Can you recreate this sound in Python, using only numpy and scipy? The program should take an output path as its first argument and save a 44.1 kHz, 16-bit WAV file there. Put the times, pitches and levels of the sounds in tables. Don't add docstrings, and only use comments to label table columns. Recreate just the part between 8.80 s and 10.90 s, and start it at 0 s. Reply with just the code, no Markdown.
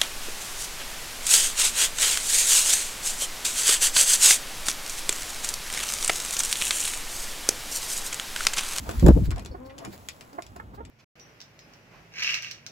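import sys
import numpy as np
from scipy import signal
from scipy.fft import rfft, irfft
from scipy.io import wavfile
from scipy.ndimage import uniform_filter1d

SR = 44100
rng = np.random.default_rng(int(sys.argv[2]) if len(sys.argv) > 2 else 0)


def waveform_to_disk(signal):
    frames = np.transpose(np.atleast_2d(signal))
    scaled = np.clip(frames, -1, 1) * 32767
    samples = np.round(scaled).astype(np.int16)
    wavfile.write(sys.argv[1], SR, samples)


N = 92610
TIME = np.arange(N) / SR


# freq_hz, relative_db
YARD_COLOUR = [(25, -58), (55, -6), (110, 3), (250, -8.5), (600, -6), (1200, -11.5), (3000, -24.5),
               (8000, -39.5), (15600, -39)]
YARD_DB, YARD_LIKENESS, YARD_LAG_S = -54.5, 0.63, 0.000326
# time_s, level_db
RUMBLE = [(0, -39.5), (.62, -39.5), (.82, -48), (1.0, -62), (1.2, -51), (1.57, -76), (1.7, -50), (1.9, -46),
          (2.1, -45.5)]
# freq_hz, relative_db
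RUMBLE_COLOUR = [(20, -47), (40, -13.5), (60, -2), (100, -7.5), (160, -18), (240, -13), (450, -30.5),
                 (1200, -82)]

# time_s, treble_level_db, midrange_level_db
RUSTLE = [(0, -49, -54.5), (.14, -45, -43), (.3, -49, -57), (.42, -52, -53), (.53, -62.5, -58.5),
          (.8, -68.5, -55.5), (.95, -68, -57), (1.08, -56, -55), (1.23, -57, -61.5), (1.5, -61, -56),
          (1.8, -66, -69), (2.1, -82, -73)]
# freq_hz, relative_db
FIZZ_COLOUR = [(800, 4), (2000, 0), (3300, 0), (5500, -2), (7400, -1), (10000, -3.5), (13000, -5),
               (15600, -4)]
# freq_hz, relative_db
SWISH_COLOUR = [(100, -1), (250, 6), (500, -8), (1000, -0.5), (1500, -6.5), (2500, -16.5), (6000, -91)]
GRAIN_DB, GRAINS_PER_S, GRAIN_SHARE = 3, 700, 0.38

# peak_s, rise_s, fall_s, level_db, centre_hz
SHUFFLES = [(0.094, 0.039, 0.012, -40.5, 616), (.52, 0.0084, 0.012, -41.5, 1120),
            (0.584, 0.018, 0.0074, -39.5, 715), (0.901, 0.0053, 0.0097, -50.5, 2000),
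            (1.021, 0.039, 0.03, -46.5, 615), (1.057, 0.015, 0.0045, -40, 930),
            (1.074, 0.02, 0.016, -38, 177), (1.134, 0.005, 0.021, -48.5, 580)]
SHUFFLE_SKIRT = 2.58

# peak_s, rise_s, fall_s, level_db, corner_hz
GUSTS = [(0.104, 0.028, 0.023, -31.5, 80.5), (0.189, 0.042, 0.042, -24, 62),
         (.231, 0.0057, 0.0057, -12.5, 318), (.242, 0.0052, 0.018, -8, 197),
         (0.272, 0.015, 0.013, -10.5, 443), (0.288, 0.0034, 0.007, -4.5, 605),
         (0.302, 0.0033, 0.014, -8.5, 422), (0.306, 0.043, 0.053, -10.5, 87),
         (.378, 0.02, 0.013, -17.5, 330), (0.408, 0.055, 0.048, -20, 164), (0.488, 0.013, 0.01, -19, 131),
         (0.538, 0.039, 0.052, -26.5, 78.6), (0.708, 0.0071, 0.017, -35.5, 77)]
GUST_ORDER, GUST_LOW_HZ, GUST_APART_HZ = 3.46, 38.5, 565
GUST_BOOM_HZ, GUST_BOOM_WIDTH_HZ, GUST_BOOM_DB = 59.6, 5.1, 6
GUST_LIKENESS, GUST_LEFT_DB = 0.92, 9
EDDIES_PER_S, EDDY_BLUR = 600, 0.38

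# time_s, level_db (before CLICK_DB), knock_against_tick_db (before KNOCK_DB)
CLICKS = [(0.0921, -29, 9.5), (0.112, -29.5, 1), (0.197, -28, -12), (0.2642, -22, 6.5), (0.2833, -25.5, 10),
          (0.5072, -28.5, -3), (0.5142, -34.5, 5.5), (0.561, -38.5, 3), (0.582, -34.5, -24),
          (0.595, -33.5, -5), (0.623, -52.5, 14.5), (0.6499, -35.5, -7.5), (0.6601, -32, -3),
          (0.982, -35.5, -5), (0.987, -32.5, -13), (1.05, -30.5, -23), (1.2874, -22, -39),
          (1.41, -33.5, -5.5), (1.5312, -46.5, 6.5), (1.6227, -32.5, -17), (1.666, -39, -24),
          (1.7632, -41.5, 8), (2.0518, -39.5, -30)]
# freq_hz, relative_db
TICK_COLOUR = [(900, -11.5), (2000, -2.5), (2700, 0), (4000, -1), (6000, -3.5), (7400, 4.5), (10000, -0.5),
               (15600, -7.5)]
# freq_hz, relative_db
KNOCK_COLOUR = [(150, 5), (400, 12), (750, -1), (1500, 5), (2300, -22.5), (4000, -17.5)]
# pitch_hz (before detuning), level_against_tick_db, t60_s
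RING = [(2510, -18, 0.084), (3460, -15.5, 0.026), (5260, -16, 0.029), (7560, -20.5, 0.02)]
CLICK_ATTACK_S, TICK_S, KNOCK_S, RATTLE_S = 0.00043, 0.0006, 0.0033, 0.0044
CLICK_DB, KNOCK_DB, RATTLE_DB, CLICK_LEFT_DB = -3, 1.5, -11, 2.5
ECHO_S, ECHO_DB, CATCHES_PER_S = 0.003, -11.5, 350
BRIGHT_HZ, FULL_CLICK_DB, DULLING = 6020, -13.5, 0.61

# peak_s, width_s, level_db
BRUSHES = [(0.21, 0.035, -47), (0.458, 0.018, -45), (0.866, 0.012, -55.5), (1.139, 0.021, -48),
           (1.955, 0.017, -57)]
# freq_hz, relative_db
BRUSH_COLOUR = [(700, -8), (1500, 6.5), (3000, 0), (4600, 5.5), (5800, -3.5), (7400, -1), (10000, -7.5),
                (15600, 0)]

# peak_s, fall_s, level_db
ZINGS = [(.718, 0.023, -57.5), (.856, 0.023, -64.5)]
# freq_hz, relative_db
ZING_PEAKS = [(4480, -5.5), (5265, -10)]
ZING_WIDTH_HZ, ZING_RISE_S = 120, 0.006

# peak_s, rise_s, fall_s, level_db, pitch_hz, glide_octaves_per_s, roughness_0_to_1, tilt_db_per_octave
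CLUCKS = [(0.727, 0.015, 0.01, -44.5, 500, -8, 0.37, -17), (.753, 0.0077, 0.0056, -35.5, 370, 0, 0.3, -3),
          (1.554, 0.022, 0.023, -45.5, 274.8, -2.5, 0.38, -5.5),
          (1.5913, 0.0067, 0.0038, -28, 352.3, -3, 0.49, 1.5),
          (1.768, 0.0099, 0.0064, -42, 350, -5.5, 0.54, -1.5),
          (1.802, 0.004, 0.0064, -35.5, 445, -4.5, 0.48, 9.5),
          (1.944, 0.0078, 0.007, -45.5, 330, -1, 0.8, -2), (1.989, 0.011, 0.013, -42.5, 410, 5.5, 0, -1),
          (2.012, 0.011, 0.0071, -38.5, 460, -2.5, 0.3, -5.5)]
# freq_hz, relative_db
CLUCK_THROAT = [(100, -32), (260, 1.5), (340, 4.5), (470, -1.5), (720, 7), (1000, 1), (1300, -1),
                (1750, -8.5), (2050, -14.5), (2400, -25.5), (4500, -43)]
CLUCK_JITTER = 0.027
BIRD_RIGHT_DB, BIRD_LAG_S = 5, 0.00041
FRAME_ECHO_S, FRAME_ECHO_DB = 0.013, -14

# time_s, pitch_hz, level_db
CROON = [(.76, 244, -68), (.80, 253.4, -48), (.87, 266.3, -46), (.93, 269.2, -49), (.98, 279.4, -51.5),
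         (1.04, 279, -49), (1.09, 277, -76)]
# freq_hz, relative_db
CROON_THROAT = [(260, 5), (530, 2), (770, -7), (1050, -6), (1350, -21), (3500, -50)]
CROON_LAG_S = -0.00062

# low_hz, high_hz, t60_s
COOP = [(95, 700, 0.14), (644, 2500, 0.13), (2650, 6000, 0.13), (6260, 11400, 0.077)]
CLICK_WET_DB, BIRD_WET_DB = -7.5, -15.5

# freq_hz, left_lead_radians
STEREO_PHASE = [(0, 0), (7500, 0), (8450, -2.6), (9500, -3.6), (10300, -6), (11900, -6.5), (12900, -9.2),
                (13700, -9.6), (14500, -12.3), (16300, -13)]
# freq_hz, likeness_-1_to_1
LIKENESS = [(50, 1), (300, 0.77), (700, -0.012), (1300, -0.29), (2500, 0.6), (5000, 0.18), (7400, 0.84),
            (9000, 0.98)]
EDGE_HZ = 15850


def amp(db):
    return 10 ** (np.asarray(db) / 20)


def unit(x):
    return x / np.sqrt(np.mean(x ** 2) + 1e-20)


def freqs(x):
    return np.maximum(np.fft.rfftfreq(x.shape[-1], 1 / SR), 1)


def read(points, x):
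    f, value = np.transpose(points)
    return np.interp(np.log(freqs(x)), np.log(f), value)


def curve(rows, axis=1):
    rows = np.array(rows)
    return np.interp(TIME, rows[:, 0], rows[:, axis])


def shaped(x, gain):
    return unit(irfft(rfft(x) * gain, x.shape[-1]))


def sides(left_db):
    return amp(np.array([[.5], [-.5]]) * left_db)


def pair(x, same):
    a, b = rfft(x)
    same = np.clip(same, -1, 1)
    mid = a * np.sqrt(1 + same)
    side = b * np.sqrt(1 - same)
    return irfft(np.array([mid + side, mid - side]), x.shape[-1])


def diffuse(x, colour):
    return shaped(pair(x, read(LIKENESS, x)), amp(read(colour, x)))


def arrive(x, lag):
    late = np.exp(-2j * np.pi * freqs(x) * lag)
    return irfft(rfft(x) * np.array([late, np.ones_like(late)]), x.shape[-1])


def swell(x, t, rise, fall, db):
    env = np.exp(-(t / np.where(t < 0, rise, fall)) ** 2)
    loudness = np.sqrt(np.mean((env * x) ** 2) / np.mean(env ** 2))
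    return amp(db) * env * x / loudness


def add(mix, s, sound):
    at = round(s * SR)
    sound = sound[:, max(-at, 0):]
    part = mix[:, max(at, 0):][:, :sound.shape[1]]
    part += sound[:, :part.shape[1]]


def play(source, rows, size=11025):
    out = np.zeros((2, N))
    t = (np.arange(size) - size // 2) / SR
    for s, *row in rows:
        add(out, s + t[0], source(t, *row))
    return out


def specks(size, per_s):
    signs = np.sign(rng.standard_normal((2, size)))
    return unit(signs * (rng.random((2, size)) < per_s / SR))


def barbs(size):
    sizes = amp(GRAIN_DB * np.minimum(rng.exponential(1, (2, size)), 4))
    caught = rng.random((2, size)) < GRAINS_PER_S / SR
    grains = sizes * rng.standard_normal((2, size)) * caught
    return GRAIN_SHARE * unit(grains) + (1 - GRAIN_SHARE) * rng.standard_normal((2, size))


def yard():
    hush_noise, rumble_noise = rng.standard_normal((2, 2, N))
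    hush = arrive(pair(hush_noise, YARD_LIKENESS), YARD_LAG_S)
    hush = shaped(hush, amp(read(YARD_COLOUR, hush_noise)))
    rumble = diffuse(rumble_noise, RUMBLE_COLOUR)
    return amp(YARD_DB) * hush + amp(curve(RUMBLE)) * rumble


def feathers():
    fizz = diffuse(barbs(N), FIZZ_COLOUR) * amp(curve(RUSTLE))
    swish = diffuse(barbs(N), SWISH_COLOUR) * amp(curve(RUSTLE, axis=2))
    return fizz + swish


def shuffle(t, rise, fall, db, centre_hz):
    x = rng.standard_normal((2, len(t)))
    ratio = freqs(x) / centre_hz
    band = 1 / (ratio ** SHUFFLE_SKIRT + ratio ** -SHUFFLE_SKIRT)
    return swell(shaped(pair(x, read(LIKENESS, x)), band), t, rise, fall, db)


def gust(t, rise, fall, db, corner_hz):
    x = specks(len(t), EDDIES_PER_S) + EDDY_BLUR * rng.standard_normal((2, len(t)))
    f = freqs(x)
    large = 1 / (1 + (f / GUST_APART_HZ) ** 2)
    boom = amp(GUST_BOOM_DB / (1 + ((f - GUST_BOOM_HZ) / GUST_BOOM_WIDTH_HZ) ** 2))
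    colour = boom / (1 + (f / corner_hz) ** GUST_ORDER) / (1 + (GUST_LOW_HZ / f) ** 7)
    lean = sides(GUST_LEFT_DB * (1 - large))
    return swell(shaped(pair(x, GUST_LIKENESS * large), colour * lean), t, rise, fall, db)


def click(t, db, knock_db):
    def dying(life):
        return np.clip(t / CLICK_ATTACK_S, 0, 1) * np.exp(-abs(t) / life)

    tick_noise, knock_noise = rng.standard_normal((2, 2, len(t)))
    octaves_up = np.log2(np.maximum(freqs(t) / BRIGHT_HZ, 1))
    dull = amp(DULLING * (db - FULL_CLICK_DB) * octaves_up)
    snap = shaped(diffuse(tick_noise, TICK_COLOUR), dull)
    tick = swell(snap, t, TICK_S, TICK_S, 0)
    reflection = swell(snap, t - ECHO_S, 2 * TICK_S, 2 * TICK_S, ECHO_DB)
    catches = shaped(diffuse(specks(len(t), CATCHES_PER_S), TICK_COLOUR), dull)
    rattle = catches * dying(RATTLE_S) * amp(RATTLE_DB)
    knock = diffuse(knock_noise, KNOCK_COLOUR) * dying(KNOCK_S) * amp(KNOCK_DB + knock_db)
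    ring = 0
    for hz, ring_db, t60 in RING:
        detuned_hz = hz * (1 + 0.0303 * rng.standard_normal())
        tone = np.sin(2 * np.pi * detuned_hz * t + np.pi * rng.random((2, 1)))
        ring = ring + amp(ring_db) * dying(t60 / np.log(1000)) * tone
    return amp(db + CLICK_DB) * (tick + reflection + rattle + knock + ring) * sides(CLICK_LEFT_DB)


def brush(t, width, db):
    return swell(diffuse(barbs(len(t)), BRUSH_COLOUR), t, width, width, db)


def zing(t, fall, db):
    x = rng.standard_normal(len(t))
    gain = sum(amp(peak_db) / (1 + ((freqs(x) - hz) / ZING_WIDTH_HZ) ** 2) for hz, peak_db in ZING_PEAKS)
    return np.array([swell(shaped(x, gain), t, ZING_RISE_S, fall, db)] * 2)


def syrinx(hz, rough, jitter, count=12):
    waver = unit(uniform_filter1d(rng.standard_normal(len(hz)), size=200))
    turns = np.cumsum(hz * (1 + jitter * waver)) / SR
    pulses = sum(np.cos(2 * np.pi * k * turns) for k in range(1, count + 1))
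    puffs = (1 + np.cos(2 * np.pi * turns)) * rng.standard_normal(len(hz))
    return (1 - rough) * unit(pulses) + 2 * rough * unit(puffs)


def cluck(t, rise, fall, db, hz, glide, rough, tilt_db):
    voice = syrinx(hz * 2 ** (glide * t), rough, CLUCK_JITTER)
    tilt = tilt_db * np.log2(np.clip(freqs(voice), hz, 1800) / hz)
    voice = shaped(voice, amp(read(CLUCK_THROAT, voice) + tilt))
    voice = swell(voice, t, rise, fall, db)
    echo = np.interp(t - FRAME_ECHO_S, t, voice)
    return arrive(voice, BIRD_LAG_S) * sides(-BIRD_RIGHT_DB) + amp(FRAME_ECHO_DB) * echo


def croon():
    voice = syrinx(curve(CROON), rough=0.18, jitter=0.0153)
    voice = shaped(voice, amp(read(CROON_THROAT, voice)))
    sounding = (TIME > CROON[0][0]) * (TIME < CROON[-1][0])
    voice = voice * amp(curve(CROON, axis=2)) * sounding
    voice = arrive(voice, CROON_LAG_S) * sides(left_db=2.5)
    return voice + amp(-7.0) * coop(voice)


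def coop(x, size=13230):
    t = np.arange(size) / SR
    noise = rng.standard_normal((2, size))
    f = freqs(noise)
    spectrum = rfft(pair(noise, read(LIKENESS, noise)))
    tail = sum(irfft(spectrum * (f >= lo) * (f < hi), size) * amp(-60 * t / t60) for lo, hi, t60 in COOP)
    tail = tail * (t > .003)
    return signal.fftconvolve(x, unit(tail) / np.sqrt(size), axes=1)[:, :N]


def scene():
    wings = feathers() + play(gust, GUSTS) + play(brush, BRUSHES)
    feet = play(shuffle, SHUFFLES) + play(click, CLICKS) + play(zing, ZINGS)
    calls = play(cluck, CLUCKS)
    reflections = coop(amp(CLICK_WET_DB) * feet + amp(BIRD_WET_DB) * calls)
    return yard() + wings + feet + calls + croon() + reflections


def record(dry):
    turn = np.exp(.5j * np.interp(freqs(dry), *np.transpose(STEREO_PHASE)))
    x = irfft(rfft(dry) * np.array([turn, 1 / turn]), N)
    x = x / (1 + x ** 8) ** (1 / 8)
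    band_limit = signal.firwin(511, EDGE_HZ, window=("kaiser", 9), fs=SR)
    return signal.oaconvolve(x, band_limit[None], "same")


dry = scene()
out = record(dry)
waveform_to_disk(out)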